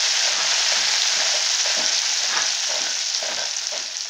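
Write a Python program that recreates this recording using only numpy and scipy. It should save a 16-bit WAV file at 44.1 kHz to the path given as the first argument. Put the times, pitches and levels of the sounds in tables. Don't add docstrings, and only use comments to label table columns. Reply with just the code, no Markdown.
import sys
import numpy as np
from scipy import signal
from scipy.fft import rfft, irfft, next_fast_len
from scipy.io import wavfile
from scipy.ndimage import uniform_filter1d, map_coordinates

SR = 44100
rng = np.random.default_rng(int(sys.argv[2]) if len(sys.argv) > 2 else 0)


def to_wav(s):
    ch = np.atleast_2d(s).T
    pcm = np.round(np.clip(ch, -1, 1) * 32767)
    wavfile.write(sys.argv[1], SR, pcm.astype(np.int16))


N = 180413
T = np.arange(N) / SR
TOP_HZ = 15500


def undb(db):
    return 10 ** (np.asarray(db) / 20)


def unit(x):
    return x / np.sqrt(np.mean(x ** 2))


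def colour(x, points):
    hz, db = np.transpose(points)
    size = next_fast_len(2 * N, real=True)
    bins_hz = np.maximum(np.fft.rfftfreq(size, 1 / SR), 1)
    gain = undb(np.interp(np.log(bins_hz), np.log(hz), db))
    cepstrum = irfft(np.log(gain), size)
    cepstrum[1:size // 2] *= 2
    cepstrum[size // 2 + 1:] = 0
    return irfft(rfft(x, size) * np.exp(rfft(cepstrum)), size)[:N]


def ring(x, modes):
    return sum((-1) ** k * undb(db) * signal.lfilter(*signal.iirpeak(hz, hz / width_hz, fs=SR), x)
               for k, (hz, width_hz, db) in enumerate(modes))


def wander(rate_hz):
    steps = rng.standard_normal(N // 100)
    return unit(map_coordinates(steps, [T * rate_hz], order=3, mode="wrap"))


def clicks(per_s, spread_db):
    happens = rng.random(N) < per_s / SR
    size = undb(spread_db * np.minimum(rng.standard_exponential(N), 4.7))
    return happens * size * rng.choice([-1, 1], N)


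def bump(centre_s, width_s):
    return np.exp(-((T - centre_s) / width_s) ** 2)


def press(start_s, length_s, rise_share):
    corners_s = [start_s, start_s + length_s * rise_share, start_s + length_s]
    return np.sin(np.pi / 2 * np.interp(T, corners_s, [0, 1, 0]))


def shove(peak_s, swell_s, t60_s):
    return np.exp(np.minimum(T - peak_s, 0) / swell_s) * undb(-60 * np.maximum(T - peak_s, 0) / t60_s)


def rubbed(x, window_s=0.04):
    x = unit(x)
    power = uniform_filter1d(x ** 2, int(window_s * SR))
    return unit(x / np.sqrt(power + 0.18))


def burst(hz, rise_s):
    t = T[:SR // 100]
    age = t / rise_s
    return age ** 2 * np.exp(2 * (1 - age)) * np.sin(2 * np.pi * hz * t)


def bubbles(per_s, spread_db, rise_s, bounce_db=-8, bounce_s=.0025, pitch_count=48):
    pulses = clicks(per_s, spread_db)
    pitch_index = rng.integers(0, pitch_count, N)
    pitches_hz = np.linspace(0, TOP_HZ, pitch_count + 1)[1:]
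    direct = np.flatnonzero(pulses)
    delay = (SR * bounce_s * rng.uniform(.4, 2, N)[direct]).astype(int)
    bounced = np.minimum(direct + delay, N - 1)
    pulses[bounced] += undb(bounce_db) * pulses[direct]
    pitch_index[bounced] = pitch_index[direct]
    return sum(signal.oaconvolve(pulses * (pitch_index == k), burst(hz, rise_s))[:N]
               for k, hz in enumerate(pitches_hz))


def boil_db(crest_db, fall_db, power, crest_s=0.57, fall_s=3.33):
    return crest_db - fall_db * (np.abs(T - crest_s) / fall_s) ** power


# frequency in Hz, gain in dB.
FROTH_SPECTRUM = [(80, -49), (330, -26), (440, -9), (550, -13), (650, -1), (880, -1), (1170, -6),
                  (1550, 2.5), (2200, 1.5), (3600, 2.5), (5000, 4), (7000, -4), (9000, -30), (13000, -43)]
CRACKLE_SPECTRUM = [(1500, -34.5), (3000, -8), (4300, -5.5), (5500, 1.5), (6300, -1.5), (6800, -6),
                    (7400, -18.5), (8100, -27), (10000, -31.5), (11800, -42.5), (13800, -40),
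                    (14800, -38.5), (15500, -22)]
# centre in seconds, gain in dB.
LULLS = [(.375, -3), (1.395, -0.5), (3.9, -3)]


def sizzle():
    stirred = sum(bump(peak_s, width_s=0.16) for peak_s, *_ in PUSHES)
    froth_db = boil_db(crest_db=-22.5, fall_db=13.2, power=1.31) + 2.5 * stirred * T / T[-1]
    crackle_db = boil_db(crest_db=-23, fall_db=7.1, power=2.97) - 1.44 * stirred
    lull_db = sum(db * bump(centre_s, width_s=.045) for centre_s, db in LULLS)
    flurry = undb(wander(rate_hz=55))
    froth = bubbles(per_s=np.linspace(11000, 5000, N) * flurry, spread_db=2, rise_s=.00014)
    crackle = bubbles(per_s=np.linspace(11000, 3500, N) * flurry, spread_db=3, rise_s=.00022)
    out = 0
    for swarm, spectrum, db in ((froth, FROTH_SPECTRUM, froth_db),
                                (crackle, CRACKLE_SPECTRUM, crackle_db)):
        swarm = colour(swarm, spectrum)
        running_rms = np.sqrt(uniform_filter1d(swarm ** 2, SR // 3))
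        out = out + swarm / running_rms * undb(db + lull_db)
    return out


# frequency in Hz, gain in dB.
BACKGROUND_SPECTRUM = [(25, -7), (40, -15), (50, -5), (64, -11), (90, 5), (300, 5), (1000, -10),
                       (8000, -38)]


def background(level_db=-75.5):
    return undb(level_db) * unit(colour(rng.standard_normal(N), BACKGROUND_SPECTRUM))


# start in seconds, level in dB, pitch in Hz.
POPS = [(0.173, -10.5, 3380), (1.0196, -4.5, 3820), (1.862, -8, 5140), (1.9813, -5.5, 4360),
        (1.991, -6, 5840), (2.7567, -10, 4120), (2.818, -8, 5740), (3.0096, -11, 5730), (3.1007, -9, 5590),
        (3.1483, -6, 4900), (3.347, -11, 4800), (3.5688, -8.5, 6400), (3.5846, -10, 6140), (3.67, -5, 5700),
        (3.7778, -9.5, 5660), (3.8613, -15, 4300), (3.9686, -8, 5900), (4.008, -10.5, 5670)]


def pops(spatter_per_s=40, spatter_db=-37.5):
    large = np.zeros(N)
    for start_s, db, hz in POPS:
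        snap = burst(hz, rise_s=.00036)
        at = int(start_s * SR)
        large[at:at + len(snap)] += undb(db) * snap[:N - at]
    pitches_hz = np.linspace(4400, 6400, 12)
    spatter = 0
    for hz in pitches_hz:
        pulses = clicks(spatter_per_s / len(pitches_hz), spread_db=6)
        spatter = spatter + signal.oaconvolve(pulses, burst(hz, rise_s=.00064))[:N]
    lowpass = signal.butter(4, 7200, fs=SR, output="sos")
    return signal.sosfilt(lowpass, large + undb(spatter_db) * unit(spatter))


# start in seconds, length in seconds, level in dB.
SCRAPES = [(0.227, 0.14, -37), (0.717, 0.047, -33), (1.153, 0.25, -38.5), (1.333, .06, -32.5),
           (1.654, .066, -31), (1.765, 0.059, -32), (2.2, 0.079, -38), (2.684, 0.14, -30.5),
           (3.212, 0.16, -31.5), (3.367, 0.13, -36.5), (3.715, 0.09, -32.5)]


def scrape_pressure():
    return sum(undb(db) * press(start_s, length_s, rise_share=0.17) for start_s, length_s, db in SCRAPES)


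# frequency in Hz, width in Hz, gain in dB.
WOK_MODES = [(429, 16, -11), (599, 44.5, -1), (681, 75, -5.5), (814, 81, -10), (984, 150, -15),
             (1300, 65, -19.5), (1530, 85, -16)]
# frequency in Hz, gain in dB.
RASP_SPECTRUM = [(600, -32), (1100, -9), (2000, 1), (2900, 3), (4400, 2), (5600, -14), (8000, -45)]


def bowl_scrape(rasp_end_db=-2.5, drag_vs_rumble_db=-1):
    drag = sum(undb(rumble_db + drag_vs_rumble_db) * press(peak_s, length_s=.17, rise_share=0.29)
               for peak_s, _, rumble_db, *_ in PUSHES)
    bandpass = signal.butter(3, [400, 2400], "band", fs=SR, output="sos")
    bowl = ring(clicks(per_s=530, spread_db=3.5), WOK_MODES)
    bowl = rubbed(signal.sosfilt(bandpass, bowl))
    rasp = unit(colour(clicks(per_s=2500, spread_db=1), RASP_SPECTRUM))
    rasp_gain = undb(rasp_end_db) * T / T[-1]
    return (bowl + rasp_gain * rasp) * (scrape_pressure() + drag)


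# ratio to the centre frequency, gain in dB.
JUDDER_SPECTRUM = [(.15, -16), (.4, -32), (.7, -5.5), (1, 2), (1.5, -2.5), (2.5, -5), (4, -28), (10, -53)]


def judder(centre_hz):
    spectrum = [(centre_hz * ratio, db) for ratio, db in JUDDER_SPECTRUM]
    return unit(colour(rng.standard_normal(N), spectrum))


# peak in seconds, swell in seconds, rumble level in dB,
# rumble centre in Hz, thud level in dB, grind level in dB.
PUSHES = [(.405, 0.089, -48.5, 225, -51, -29), (.778, 0.013, -47.5, 195, -50.5, -32),
          (1.166, 0.013, -47, 194, -55.5, -39), (1.795, 0.024, -39.5, 225, -55, -35),
          (2.372, 0.05, -42.5, 225, -57, -23.5), (2.82, 0.026, -42, 247, -72, -38),
          (3.313, 0.018, -45, 267, -51.5, -33.5), (3.8, 0.031, -49.5, 253, -64, -44)]
# frequency in Hz, gain in dB.
KNOCK_SPECTRUM = [(40, -46), (150, -21), (450, -9), (800, 0), (1250, 1), (2000, -1), (3700, -12.5),
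                  (6000, -29), (9000, -71)]


def grind():
    force = sum(undb(db) * shove(peak_s, swell_s, t60_s=0.26) for peak_s, swell_s, *_, db in PUSHES)
    return force * unit(colour(clicks(per_s=1900, spread_db=1), KNOCK_SPECTRUM))


# frequency in Hz, width in Hz, gain in dB.
STOVE_MODES = [(98.5, 13, -19), (114, 6.3, -4.5), (179.4, 12, -8), (272, 41, -3), (319, 8.5, 7.5),
               (446, 18, 0)]


def stove_rumble(shake_vs_scrape_db=-21.5, hum_vs_rumble_db=-10, settle_s=0.026):
    rumble = undb(shake_vs_scrape_db) * scrape_pressure() * judder(centre_hz=250)
    thud_gain, hum_gain = np.zeros((2, N))
    for peak_s, swell_s, rumble_db, centre_hz, thud_db, _ in PUSHES:
        rumble += judder(centre_hz) * undb(rumble_db) * shove(peak_s, swell_s, t60_s=0.38)
        thud_gain += undb(thud_db) * shove(peak_s + settle_s, swell_s=0.021, t60_s=0.64)
        hum_gain += undb(rumble_db + hum_vs_rumble_db) * shove(peak_s, swell_s, t60_s=0.63)
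    thud = thud_gain * judder(centre_hz=110)
    hum = hum_gain * unit(ring(rng.standard_normal(N), STOVE_MODES))
    return rumble + thud + hum


# start in seconds, length in seconds, level in dB, pitch in Hz.
SQUEALS = [(1.805, 0.12, -37.5, 1504), (2.29, 0.17, -29.5, 1678), (2.815, .15, -37, 1515),
           (3.363, 0.11, -35.5, 1555)]
# ratio to the pitch, width in Hz, gain in dB.
BLADE_MODES = [(1, 62, 0), (2.21, 70, -4), (2.46, 70, -27)]


def blade_squeal():
    slips = clicks(per_s=1500, spread_db=1.5)
    out = np.zeros(N)
    for start_s, length_s, db, hz in SQUEALS:
        pressure = undb(db) * press(start_s, length_s, rise_share=0.43)
        for ratio, width_hz, mode_db in BLADE_MODES:
            mode = [(hz * ratio, width_hz, 0)]
            tone = rubbed(ring(ring(slips, mode), mode))
            out += pressure * undb(mode_db) * tone
    return out


def kitchen_reverb(x, wet_db=-11, t60_s=.38, predelay_s=.006):
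    t = T[:SR // 2]
    tail = rng.standard_normal(len(t)) * undb(-60 * t / t60_s) * (t > predelay_s)
    return x + undb(wet_db) * signal.fftconvolve(x, tail / np.linalg.norm(tail))[:N]


def scene():
    room_noise = background()
    boil = sizzle() + pops()
    scrape = bowl_scrape()
    chatter = undb(wander(rate_hz=70))
    spatula = (scrape + blade_squeal()) * chatter + grind()
    return (kitchen_reverb(boil + spatula) + stove_rumble() + room_noise)[None]


def record(dry):
    rounded = np.tanh(.55 * dry) / .55
    lowpass = signal.ellip(10, .2, 80, TOP_HZ, fs=SR, output="sos")
    return signal.sosfilt(lowpass, rounded)


dry = scene()
out = record(dry)
to_wav(out)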